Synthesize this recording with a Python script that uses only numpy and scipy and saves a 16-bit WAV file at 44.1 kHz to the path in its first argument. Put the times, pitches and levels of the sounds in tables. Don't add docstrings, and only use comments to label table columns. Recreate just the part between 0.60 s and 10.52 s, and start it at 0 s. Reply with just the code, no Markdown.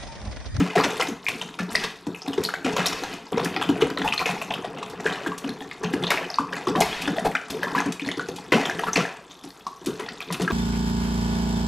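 import sys
import numpy as np
from scipy import signal
from scipy.io import wavfile

SR = 44100
rng = np.random.default_rng(int(sys.argv[2]) if len(sys.argv) > 2 else 0)


def store_wav(level_fs):
    pcm = np.round(np.clip(np.atleast_2d(level_fs), -1, 1) * 32767)
    wavfile.write(sys.argv[1], SR, pcm.T.astype(np.int16))


N = 437472
TIME = np.arange(N) / SR
FROTH_BUILD_S, FROTH_FADE_S = 0.072, 0.058


# freq_hz, relative_db
SLOSH_EQ = [(30, -33), (90, -7.5), (180, 2), (300, 0.5), (470, 1), (620, -17), (1500, -14), (5000, -102)]
# freq_hz, relative_db
FIZZ_EQ = [(500, 15), (2500, 6), (5500, 0.5), (8000, -3), (14000, -8.5)]
# start_s, length_s, mash_db, froth_db
SWEEPS = [(0.168, 0.25, -30.5, -36), (0.685, 0.09, -31, -35.5), (1.084, 0.054, -31, -28),
          (1.646, 0.3, -35, -49), (2.054, 0.48, -33.5, -43.5), (2.722, 0.53, -26.5, -48.5),
          (3.366, 0.55, -34, -44.5), (3.896, 0.76, -32, -56), (4.805, 0.33, -38.5, -58),
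          (5.209, 0.35, -29, -54), (5.879, 0.11, -31, -58), (6.144, 0.15, -34, -44),
          (6.438, 0.21, -28, -44), (6.898, 0.3, -29, -46), (7.42, 0.71, -39, -52.5),
          (7.97, 0.32, -30.5, -44.5), (9.215, 0.4, -41, -49.5), (9.672, 0.35, -36, -81)]

def churn(slosh_db=-13, glug_db=-12, squelch_db=-8, froth_db=-5, crackle_db=-5):
    mash, foam = amp(-47), amp(-49)
    for start, length, mash_db, foam_db in SWEEPS:
        mash = mash + amp(mash_db) * push(start, length, attack_s=0.0014, release_s=0.099)
        foam = foam + amp(foam_db) * push(start, length, FROTH_BUILD_S, FROTH_FADE_S)
    slosh = amp(slosh_db) * colour(rng.standard_normal(N), SLOSH_EQ)
    glug = amp(glug_db) * swarm(200, 560, per_s=32, spread_db=2, tilt_db=0, cycles=15)
    squelch = amp(squelch_db) * swarm(600, 3600, per_s=450, spread_db=2.2, tilt_db=1.7, cycles=16)
    froth = amp(froth_db) * swarm(3200, 7500, per_s=200, spread_db=5, tilt_db=-2, cycles=26)
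    fizz = swarm(3120, 14000, per_s=700, spread_db=5.5, tilt_db=4, cycles=14)
    crackle = amp(crackle_db) * colour(fizz, FIZZ_EQ)
    return mash * (slosh + glug) + stickiness() * (mash * squelch + foam * (froth + crackle))


def stickiness(strays_per_s=13, rise_s=0.0012, fade_s=0.006, steady=0.12):
    jumps = rng.uniform(.25, .6, N) * (rng.random(N) < strays_per_s / SR)
    for start, _, _ in GULPS + PLOPS:
        add(jumps, start, np.ones(1))
    fade, rise = np.exp(-1 / (fade_s * SR)), np.exp(-1 / (rise_s * SR))
    fits = signal.lfilter([1], [1, -fade], jumps)
    return unit(steady + np.tanh(smooth(fits, rise)))


# start_s, level_db, pitch_hz
GULPS = [(0, -14, 279), (0.163, -12.5, 388), (0.2458, -18.5, 314), (0.484, -21.5, 314),
         (0.9982, -22.5, 213), (1.4674, -20, 304), (1.6763, -21.5, 280), (1.778, -15, 385),
         (2.046, -14, 301), (2.188, -27.5, 188), (2.72, -22.5, 430), (2.773, -15, 474),
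         (3.0888, -13.5, 298), (3.2201, -11, 411), (3.385, -22.5, 280), (3.689, -29.5, 190),
         (4.4535, -18, 420), (4.6665, -20, 317), (4.8408, -24.5, 255), (4.89, -26, 240),
         (5.232, -25.5, 402), (5.241, -27, 181), (5.3343, -13.5, 288), (5.425, -26.5, 167),
         (5.7914, -22, 255), (6.0713, -17, 365), (6.083, -22.5, 226), (6.1568, -16.5, 314),
         (6.2102, -22.5, 404), (6.474, -18, 285), (6.584, -29.5, 214), (6.6528, -22.5, 443),
         (7.033, -28, 507), (7.162, -21, 266), (7.2577, -18.5, 274), (7.417, -29, 290),
         (7.4669, -22.5, 250), (7.572, -24, 357), (7.6855, -20.5, 387), (7.921, -9, 325), (8.358, -18, 294),
         (8.372, -20.5, 180), (8.84, -33, 297), (9.2677, -15.5, 320), (9.395, -29, 392), (9.703, -28, 176),
         (9.7977, -17.5, 371), (9.807, -26.5, 175), (9.901, -19.5, 349)]

def gulps(split_s=0.021, split_db=-9, heave_s=0.032, heave_db=-17, smack_s=0.0086, smack_db=-19):
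    notes, heave, smack = np.zeros((3, N))
    t = TIME[:SR // 5]
    cycles, swell, glide = 14, 1.9, .04
    for (start, db, hz), pieces in zip(GULPS, rng.random((len(GULPS), 2, 2))):
        add(notes, start, amp(db) * note(hz, cycles, swell, glide))
        for delay, pitch in pieces:
            piece = note(hz * 2 ** (pitch - .6), cycles, swell, glide)
            add(notes, start + swell / hz + split_s * delay, amp(db + split_db) * piece)
        add(heave, start, amp(db + heave_db) * np.sqrt(t / heave_s) * np.exp(1 - t / heave_s))
        add(smack, start, amp(db + smack_db) * np.exp(-t / smack_s))
    return notes + heave * colour(rng.standard_normal(N), SLOSH_EQ) + smack * tearing()


# start_s, level_db, pitch_hz
PLOPS = [(0.158, -11.5, 684), (0.177, -15, 1820), (0.2004, -12, 1086), (0.403, -18, 1176),
         (0.422, -14.5, 2050), (0.6655, -12.5, 2313), (0.6843, -12, 2230), (0.814, -18, 2990),
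         (0.9892, -20, 1350), (1.152, -9.5, 1940), (1.24, -18.5, 3810), (1.547, -25, 2650),
         (1.6188, -25.5, 5170), (1.732, -23.5, 3040), (1.8504, -12.5, 4340), (1.888, -18, 1460),
         (1.9384, -15, 1560), (2.164, -18.5, 990), (2.258, -11.5, 3900), (2.268, -13, 5460),
         (2.324, -25, 1070), (2.434, -24.5, 760), (2.8568, -20, 1740), (2.963, -22.5, 4950),
         (3.013, -19, 1270), (3.0247, -18, 3300), (3.21, -26, 900), (3.2163, -24, 2370), (3.3, -25.5, 1530),
         (3.374, -19, 3970), (3.4172, -18, 1750), (3.477, -14, 2690), (3.524, -13, 2580),
         (3.536, -20.5, 1140), (3.578, -13, 4070), (3.5928, -16, 2300), (3.657, -12.5, 2570),
         (3.8155, -21, 2600), (3.9057, -23, 3180), (3.938, -22, 3180), (4.045, -20.5, 656),
         (4.227, -22.5, 1100), (4.463, -12.5, 1585), (4.524, -23, 3680), (4.662, -19.5, 1590),
         (4.718, -22, 1090), (5.112, -27.5, 2070), (5.437, -16, 3450), (5.4682, -15, 3870),
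         (5.5052, -11, 2060), (5.517, -14, 1460), (5.574, -14.5, 2200), (5.702, -21, 5170),
         (5.7848, -8.5, 1097), (5.742, -18, 4500), (5.9284, -18, 1620), (5.966, -24, 1580),
         (6.07, -16, 1096), (6.084, -23.5, 5050), (6.1512, -16, 1055), (6.2063, -11.5, 674),
         (6.2193, -14, 2240), (6.3283, -20.5, 3190), (6.4198, -21, 2480), (6.477, -20, 1630),
         (6.5802, -26, 670), (6.6525, -27.5, 705), (6.751, -11.5, 1466), (6.7526, -13, 2280),
         (7.0306, -14, 1640), (7.069, -21, 1020), (7.149, -14.5, 1090), (7.18, -13.5, 1670),
         (7.202, -16, 1000), (7.396, -20, 2390), (7.488, -18.5, 2050), (7.5148, -19, 3400),
         (7.5946, -16, 1430), (7.922, -9, 2050), (8.054, -16.5, 3380), (8.0963, -15.5, 1710),
         (8.192, -19, 1740), (8.2353, -25.5, 991), (8.332, -12.5, 6160), (8.359, -15, 4530),
         (8.3596, -12, 2540), (8.4513, -22, 1740), (9.0662, -19, 1063), (9.485, -27, 1830),
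         (9.604, -24, 2430), (9.743, -24, 2600), (9.877, -13, 1580), (9.906, -20, 1100)]

def plops(split_s=0.018, split_db=-11, split_octaves=0.48, tick_s=0.0055, tick_db=-22):
    notes, ticks = np.zeros((2, N))
    for (start, db, hz), pieces in zip(PLOPS, rng.random((len(PLOPS), 3, 2))):
        cycles = 16 * (hz / 1000) ** .6
        add(notes, start, amp(db) * note(hz, cycles, swell=2.1, glide=.07))
        for delay, pitch in pieces:
            piece_hz = hz * 2 ** (split_octaves * (delay + pitch - 1))
            piece = note(piece_hz, cycles, swell=2.1, glide=.3)
            add(notes, start + split_s * delay, amp(db + split_db) * piece)
        add(ticks, start, amp(db + tick_db) * np.exp(-TIME[:SR // 10] / tick_s))
    return notes + ticks * tearing()


def tearing():
    return swarm(700, 9500, per_s=2600, spread_db=2.5, tilt_db=1, cycles=8)


# freq_hz, relative_db
SPLAT_EQ = [(100, -68), (270, 10.5), (1000, 13.5), (2400, 21), (3500, 12), (5500, 10), (14000, -11.5)]
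# start_s, level_db, t60_s
SPLATS = [(0, -29, 0.9), (0.154, -25, 0.71), (0.237, -18, 0.075), (0.396, -22, 0.22), (0.988, -26, 0.13),
          (1.236, -17.5, 0.055), (2.045, -24.5, 0.38), (2.164, -25, 0.8), (3.657, -24.5, 0.55),
          (4.457, -28, 0.75), (5.501, -24.5, 0.75), (6.218, -22, 0.041), (7.157, -30.5, 0.6),
          (7.92, -17.5, 0.53), (8.356, -20, 0.43), (9.393, -34, 0.29)]

def splats(slap_db=-3, spray_db=-7, gurgle_db=-2, rise_s=0.0015, slap_s=0.01):
    tail, impact = np.zeros((2, N))
    t = TIME[:SR // 2]
    for start, db, t60 in SPLATS:
        landing = amp(db) * (1 - np.exp(-t / rise_s))
        add(tail, start, landing * decay(t, t60))
        add(impact, start, landing * np.exp(-t / slap_s))
    slap = colour(rng.standard_normal(N), SPLAT_EQ)
    spray = colour(clicks(per_s=1500, spread_db=4.5), SPLAT_EQ)
    gurgle = swarm(450, 3200, per_s=300, spread_db=2.5, tilt_db=2, cycles=24)
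    return amp(slap_db) * impact * slap + tail * (amp(spray_db) * spray + amp(gurgle_db) * gurgle)


# start_s, level_db
SNAPS = [(0.685, -22.5), (1.836, -19.5), (2.262, -15.5), (2.846, -23), (4.298, -35), (4.7797, -25.5),
         (5.33, -35), (5.5043, -13.5), (6.2052, -12), (6.416, -24), (6.901, -21), (7.322, -25.5),
         (7.76, -29.5), (8.33, -30), (9.2603, -24.5), (9.725, -20.5), (9.818, -23.5)]

def snaps(trim_db=-6, fade_s=0.012):
    envelope = np.zeros(N)
    for start, db in SNAPS:
        add(envelope, start, amp(db + trim_db) * np.exp(-TIME[:SR // 20] / fade_s))
    spit = swarm(2800, 13700, per_s=3000, spread_db=1, tilt_db=6.5, cycles=8)
    return envelope * colour(spit, FIZZ_EQ)


# start_s, length_s, level_db, start_pitch_hz
SQUEEZES = [(3.443, 0.045, -25, 844), (3.601, 0.027, -25, 1000), (6.166, 0.072, -28, 691),
            (6.648, 0.028, -20, 713), (7.163, 0.047, -37, 945), (8.268, 0.023, -25.5, 1260)]

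def squeezes(width_hz=130, octaves_per_s=3, attack_s=0.00097, release_s=0.0026):
    out, t = np.zeros(N), TIME[:SR // 8]
    pole = np.exp(-np.pi * width_hz / SR)
    for start, length, db, hz in SQUEEZES:
        flutter = smooth(rng.standard_normal(len(t)) + 1j * rng.standard_normal(len(t)), pole)
        turns = np.cumsum(hz * 2 ** (octaves_per_s * t)) / SR
        whistle = unit((flutter * np.exp(2j * np.pi * turns)).real)
        add(out, start, amp(db) * whistle * push(0, length, attack_s, release_s)[:len(t)])
    return out


# freq_hz, relative_db
SWISH_EQ = [(400, 4), (2700, 7), (5500, -3), (14000, -26)]
# start_s, length_s, level_db
SWISHES = [(1.14, 0.099, -36), (2.185, 0.34, -40.5), (6.2, 0.21, -35)]

def swishes():
    envelope = sum(amp(db) * push(start, length, FROTH_BUILD_S, FROTH_FADE_S)
                   for start, length, db in SWISHES)
    return envelope * colour(rng.standard_normal(N), SWISH_EQ)


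# pitch_hz, t60_s, gain_db
BUCKET_MODES = [(178, .22, 2), (279, .2, 4.5), (430, .14, 2.5), (696, .15, 2), (1002, .1, -6)]

def bucket(x, walls_db=-8, walls_s=0.00059, echoes_per_s=1500, spots=5):
    t = TIME[:SR // 2]
    shape = (spots, len(t))
    echoes = rng.standard_normal(shape) * (rng.random(shape) < echoes_per_s / SR)
    echoes *= np.exp(-t / walls_s) * (t > .001)
    ring = np.zeros(len(t))
    for hz, t60, db in BUCKET_MODES:
        damping = np.log(1000) / t60
        ring += amp(db) * 2 * damping / SR * decay(t, t60) * np.cos(2 * np.pi * hz * t)
    return x + signal.oaconvolve(x, ring)[:N] + amp(walls_db) * wander(x, echoes[:, :SR // 20])


# freq_hz, t60_s
ROOM_DECAY = [(150, 0.11), (1000, 0.42), (4000, 0.36), (14000, 0.36)]

def room(x, predelay_s=0.004, spots=4):
    noise = rng.standard_normal((spots, SR // 2)) * (TIME[:SR // 2] > predelay_s)
    hz, t, bands = signal.stft(noise, SR, nperseg=256)
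    bands = bands * decay(t, curve_at(ROOM_DECAY, hz)[:, None])
    return wander(x, signal.istft(bands, SR, nperseg=256)[1])


# freq_hz, relative_db
FLOOR_EQ = [(20, -22.5), (60, -3.5), (130, -31), (1000, -3), (4000, -35.5), (14000, -51)]

def noise_floor(level_db=-54):
    return amp(level_db) * colour(rng.standard_normal(N), FLOOR_EQ)


def bubble(turns, cycles, swell, glide):
    envelope = (1 - np.exp(-(turns / swell) ** 2)) * decay(turns, cycles)
    bend = 1 + glide * (np.minimum(turns / cycles, 1) - .2)
    return envelope * np.sin(2 * np.pi * turns * bend)


def note(hz, cycles, swell, glide):
    wave = bubble(hz * TIME[:SR // 5], cycles, swell, glide)
    return wave / abs(wave).max()


def swarm(low_hz, high_hz, per_s, spread_db, tilt_db, cycles):
    when, strength, pitch, damping, sign = rng.random((40000, 5))[:round(per_s * N / SR)].T
    octaves = pitch * np.log2(high_hz / low_hz)
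    hz, life = low_hz * 2 ** octaves, cycles * (.5 + damping)
    level_db = spread_db * np.minimum(-np.log(1 - strength), 3) + tilt_db * octaves
    gain = np.sign(sign - .5) * amp(level_db)
    length = (life * SR / hz).astype(int) + 1
    which = np.repeat(np.arange(len(hz)), length)
    age = np.arange(len(which)) - (np.cumsum(length) - length)[which]
    rings = gain[which] * bubble(age * hz[which] / SR, life[which], swell=.47, glide=.22)
    position = (when * N).astype(int)[which] + age
    return unit(np.bincount(position, rings, N)[:N])


def clicks(per_s, spread_db):
    size = amp(spread_db * np.minimum(rng.exponential(1, N), 4))
    return size * rng.choice([-1, 1], N) * (rng.random(N) < per_s / SR)


def wander(x, responses, per_s=45):
    count, out = len(responses), np.zeros(N)
    for k, response in enumerate(responses):
        away = abs((TIME * per_s - k + count / 2) % count - count / 2)
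        crossfade = np.cos(np.pi / 2 * np.minimum(away, 1))
        out += signal.oaconvolve(x * crossfade, response / np.linalg.norm(response))[:N]
    return out


def push(start, length, attack_s, release_s):
    age = TIME - start
    return np.clip(age / attack_s, 0, 1) * np.exp(-np.maximum(age - length, 0) / release_s)


def decay(age, life):
    return np.exp(-np.log(1000) * age / life)


def colour(x, eq, size=4096):
    log_gain = np.log(amp(curve_at(eq, abs(np.fft.fftfreq(size, 1 / SR)))))
    taps = np.fft.ifft(np.exp(np.conj(signal.hilbert(log_gain)))).real[:size // 2]
    return unit(signal.oaconvolve(x, taps)[:N])


def curve_at(points, hz):
    freqs, values = np.transpose(points)
    return np.interp(np.log(hz + 1), np.log(freqs + 1), values)


def smooth(x, pole):
    return signal.lfilter([1 - pole], [1, -pole], x)


def add(mix, start_s, sound):
    part = mix[max(round(start_s * SR), 0):][:len(sound)]
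    part += sound[:len(part)]


def amp(db):
    return 10 ** (np.asarray(db) / 20)


def unit(x):
    return x / np.sqrt(np.mean(x ** 2) + 1e-20)


def scene(room_db=-7, lean_db=-21.5, lean_hz=5500, width_db=-16, width_hz=900):
    stirring = bucket(gulps() + plops() + squeezes() + splats() + swishes() + snaps() + churn())
    mid = stirring + amp(room_db) * room(stirring) + noise_floor()
    lean = amp(lean_db) * signal.lfilter(*signal.butter(1, lean_hz, fs=SR), mid)
    highs = signal.lfilter(*signal.butter(1, width_hz, "high", fs=SR), stirring)
    side = lean + amp(room_db + width_db) * room(highs)
    return np.array([mid + side, mid - side])


def record(dry):
    edge_hz = 14600
    low_pass = signal.firwin(255, edge_hz, window=("kaiser", 9), fs=SR)
    return signal.oaconvolve(dry, low_pass[None], "same")


dry = scene()
out = record(dry)
store_wav(out)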